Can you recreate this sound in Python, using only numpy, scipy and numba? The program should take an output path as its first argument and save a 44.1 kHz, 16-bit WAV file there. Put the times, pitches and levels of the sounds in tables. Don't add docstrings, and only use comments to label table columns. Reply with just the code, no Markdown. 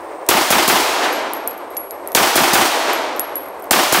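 import sys
import numpy as np
from scipy import signal
from scipy.fft import rfft, irfft
from scipy.io import wavfile
from numba import njit

SR = 44100
rng = np.random.default_rng(int(sys.argv[2]) if len(sys.argv) > 2 else 0)


def pcm_store(signal):
    levels = np.round(np.clip(np.atleast_2d(signal), -1, 1) * 32767)
    wavfile.write(sys.argv[1], SR, levels.astype(np.int16).T)


N = 176400
T = np.arange(N) / SR
FREQS = np.maximum(np.arange(N // 2 + 1) * SR / N, 1)
TOP_HZ, CASE_HZ = 15700, 11400

# start in seconds, blast level in dB, tail level in dB, far echo level in dB.
SHOTS = [(0.2879, -1, 4.5, -11), (0.5025, -1.5, 3.5, -25), (0.6759, -3.5, 4, -6.5), (2.1485, -1.5, 5.5, -4),
         (2.3545, -1.5, 4, -11), (2.5311, -1, 3.5, -8.5), (3.7085, -2, 4.5, -5), (3.9228, -3, 3.5, -8)]
# frequency in Hz, relative spectral level in dB.
ECHO_COLOUR = [(40, -40), (150, -22), (340, 4), (460, -7), (720, 3), (1500, -2.5), (3000, -9),
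               (7000, -20.5), (16000, -34)]


def pistol(same_share=0.88):
    out, pattern = rolling_tail(), wall_slaps()
    far_swell = np.zeros(N)
    for at, blast_db, _, far_db in SHOTS:
        slaps = np.sqrt(same_share) * pattern + np.sqrt(1 - same_share) * wall_slaps()
        add(out, at, undb(blast_db) * (muzzle_blast() + slaps))
        far_swell += undb(far_db) * burst(at + 0.334, rise_s=0.035, decay_s=0.07)
    return out + far_swell * noise(undb(along(FREQS, ECHO_COLOUR)))


def muzzle_blast(rise_s=0.0038, crack_s=0.0055):
    snap = np.minimum(T / rise_s, 1) ** 2 * np.exp(-np.minimum(T / crack_s, 2) ** 8)
    crack = undb(-4.5) * snap * noise(band(3520, TOP_HZ))
    boom = undb(15) * pulse(at_s=0.0067, width_s=0.0021) * noise(band(196, 970))
    suction = undb(6) * pulse(at_s=0.0077, width_s=0.00072)
    scatter = undb(9) * burst(0, rise_s, decay_s=0.022) * noise(band(1140, TOP_HZ))
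    return (crack + boom - suction + scatter)[:SR]


def wall_slaps(rise_s=0.0011):
    # delay in seconds, body in dB, decay in seconds, thump in dB, crackle in dB.
    walls = [(.0225, 17.5, .012, 2.5, -22), (.049, 7.5, .018, 3, -54), (.080, 12.5, .018, -4, 6),
             (.122, 2, 0.021, -12.5, -1)]
    body = noise(undb(along(FREQS, ECHO_COLOUR)))[:SR]
    thump = noise(band(140, 410))[:SR]
    crackle = noise(band(1200, 2960, order=1))[:SR]
    out = np.zeros(SR)
    for at, body_db, decay_s, thump_db, crackle_db in walls:
        blend = undb(body_db) * body + undb(thump_db) * thump + undb(crackle_db) * crackle
        out += burst(at, rise_s, decay_s, T[:SR]) * blend
    return out


def rolling_tail(level_db=-1.5, rise_s=0.024):
    # frequency in Hz, relative spectral level in dB, time to fall 60 dB in seconds.
    reverb = [(40, 1, 0.49), (151, -37.5, 3.74), (346, -2, 2.53), (440, -1.5, 2.12), (773, 5, 1.91),
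              (1400, -1.5, 1.64), (2540, -2, 1.338), (4970, -4, 1.07), (8590, -9, 0.87),
              (14370, -6.5, 0.59)]
    centres = 40 * 2 ** (np.arange(18) / 2)
    weights = undb(along(centres, reverb)) * np.sqrt(centres)
    out = np.zeros(N)
    for hz, weight in zip(centres, weights / np.linalg.norm(weights)):
        decay_s = along(hz, reverb, column=2) / np.log(1000)
        shot_power = burst(0, rise_s, decay_s) ** 2
        power = np.zeros(N)
        for at, _, tail_db, _ in SHOTS:
            add(power, at, undb(tail_db) ** 2 * shot_power)
        band_gain = np.sqrt(np.maximum(1 - np.abs(2 * np.log2(FREQS / hz)), 0))
        out += weight * np.sqrt(power) * noise(band_gain)
    return undb(level_db) * out


def brass_cases(ticks=3, rattle_s=0.028):
    # start in seconds, click in dB, ring in dB, detune in percent, click tilt in dB per octave.
    bounces = [(1.1273, -13, -26.5, .9, 2), (1.3345, 0, -30.5, 1, 17), (1.3662, -24, -37, 1, 0),
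               (1.4752, -2, -24, 1.1, 0), (1.510, -20, -44, 1.1, -2), (1.578, -23, -44, 1.1, 6),
               (1.704, -34, -44, 1.1, 2), (1.7469, -33, -52, 1.1, 2), (1.768, -14.5, -25, -.4, -9),
               (1.7726, -19, -19.5, -.4, 0), (1.9087, -16, -34.5, .7, -7), (2.0745, -12.5, -38, .2, -2),
               (2.119, -19, -36.5, .2, -6), (2.130, -27, -38, .2, -3), (2.932, -4, -23, .7, 1),
               (3.1628, -17, -38, .2, -1), (3.1952, 7.5, -19, -.3, 1), (3.3558, -10, -20, 0, 0),
               (3.4221, -29, -40, 0, 3), (3.4564, -32, -43, .2, -12), (3.485, -30, -43, .2, 0),
               (3.5953, -35, -66, 0, 5), (3.6232, -27, -44.5, 0, 2), (3.6424, -25, -61, 0, 0)]
    # offset from the case's pitch in Hz, level in dB, time to fall 60 dB in seconds.
    modes = [(7, 7.5, 0.14), (87, -2.5, 0.22), (-23.5, -8, 0.46), (1190, -21, 0.091)]
    out, t = np.zeros(N), T[:SR // 2]
    for at, click_db, ring_db, detune, tilt_db in bounces:
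        add(out, at, undb(click_db) * brass_click(tilt_db))
        for _ in range(ticks):
            tick_at = at + rattle_s * rng.random()
            tick_db = rng.normal(-37, 5)
            add(out, tick_at, undb(tick_db) * brass_click(0))
        for offset_hz, mode_db, t60 in modes:
            hz = CASE_HZ * (1 + detune / 100) + offset_hz
            ring = np.sin(2 * np.pi * (hz * t + rng.random())) * np.exp(-np.log(1000) * t / t60)
            add(out, at, undb(ring_db + mode_db) * ring)
    return out


def brass_click(tilt_db, decay_s=0.0006, low_cut_hz=2000):
    # frequency in Hz, relative spectral level in dB.
    colour = [(800, -42), (4000, -17), (7000, -6.5), (10000, -2.5), (12000, 7), (14000, -2), (16000, -9)]
    t = T[:SR // 10]
    freqs = np.maximum(np.fft.rfftfreq(len(t), 1 / SR), 1)
    octaves = np.log2(np.maximum(freqs, CASE_HZ / 10) / CASE_HZ)
    gain = undb(along(freqs, colour) + tilt_db * octaves) / (1 + (low_cut_hz / freqs) ** 4)
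    envelope = np.exp(-t / decay_s)
    grit = unit(rng.standard_normal(len(t)) * envelope) * np.std(envelope)
    grit = np.roll(grit, 16)
    return irfft(rfft(grit) * gain / np.sqrt(np.mean(gain ** 2)), len(t))


def trigger(decay_s=0.0049):
    # start in seconds, level in dB.
    clicks = [(0.264, -34), (3.679, -62)]
    envelope = np.zeros(N)
    for at, db in clicks:
        add(envelope, at, undb(db) * np.exp(-T / decay_s))
    return envelope * noise(band(3000, TOP_HZ))


def distant_roar(level_db=-30, waver_db=1.16):
    # frequency in Hz, relative spectral level in dB.
    colour = [(25, -28), (48, -30), (72, -7.5), (105, -29.5), (170, -17.5), (220, -21), (320, -1.5),
              (440, -0.5), (580, 2), (1050, -2.5), (1500, -13.5), (2100, -15.5), (3000, -27), (6000, -34),
              (15000, -40)]
    waver = noise(band(3.3, 10))
    return undb(level_db - waver_db * waver) * noise(undb(along(FREQS, colour)))


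def insects(centre_hz=8550, width_hz=1100, level_db=-57.5, flicker_db=1.2):
    chorus = noise(1 / (1 + (2 * (FREQS - centre_hz) / width_hz) ** 4))
    flicker = noise(band(10, 40))
    return undb(level_db + flicker_db * flicker) * chorus


def bird():
    # start in seconds, length in seconds, opening pitch in Hz, closing pitch in Hz, level in dB.
    whistles = [(0, .08, 10200, 9500, -57), (0, 0.082, 12400, 11300, -61), (1.61, 0.045, 10100, 9600, -57),
                (1.68, .085, 10050, 9600, -62)]
    out = np.zeros(N)
    for at, length, start_hz, end_hz, db in whistles:
        progress = np.clip((T - at) / length, 0, 1)
        hz = start_hz + (end_hz - start_hz) * progress ** 2
        arch = 2 * np.sqrt(progress * (1 - progress))
        out += undb(db) * arch * np.sin(2 * np.pi * np.cumsum(hz) / SR)
    return out


def undb(db):
    return 10 ** (np.asarray(db) / 20)


def unit(x):
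    return x / np.std(x)


def along(hz, points, column=1):
    points = np.array(points, float)
    return np.interp(np.log(hz), np.log(points[:, 0]), points[:, column])


def noise(gain):
    return unit(irfft(rfft(rng.standard_normal(N)) * gain, N))


def band(low_hz, high_hz, order=3):
    return ((1 + (low_hz / FREQS) ** (2 * order)) * (1 + (FREQS / high_hz) ** (2 * order))) ** -.5


def burst(at_s, rise_s, decay_s, t=T):
    age = t - at_s
    return np.clip(age / rise_s, 0, 1) * np.exp(-np.maximum(age - rise_s, 0) / decay_s)


def pulse(at_s, width_s):
    return np.exp(-.5 * ((T - at_s) / width_s) ** 2)


def add(out, at_s, x):
    i = max(int(at_s * SR), 0)
    out[i:i + len(x)] += x[:max(N - i, 0)]


@njit
def follow(x, attack, release):
    out, level = np.empty(len(x)), 0.
    for i in range(len(x)):
        level += (x[i] - level) * (attack if x[i] > level else release)
        out[i] = level
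    return out


def compress(x, threshold_db, attack_s, release_s, slope):
    level = follow(np.abs(x), 1 / (attack_s * SR), 1 / (release_s * SR))
    return x * np.maximum(level / undb(threshold_db), 1) ** -slope


def scene():
    return (pistol() + brass_cases() + trigger() + distant_roar() + insects() + bird())[None]


def record(dry, ceiling=2.22, low_cut_hz=140):
    x = ceiling * np.tanh(dry[0] / ceiling)
    x = signal.sosfilt(signal.butter(1, low_cut_hz, "high", fs=SR, output="sos"), x)
    x = compress(x, threshold_db=-11.5, attack_s=0.013, release_s=0.66, slope=0.29)
    x = compress(x, threshold_db=-10.5, attack_s=0.0011, release_s=0.14, slope=0.77)
    high_cut = signal.ellip(10, .2, 70, TOP_HZ, fs=SR, output="sos")
    return signal.sosfilt(high_cut, np.clip(x, -1, 1))[None]


dry = scene()
out = record(dry)
pcm_store(out)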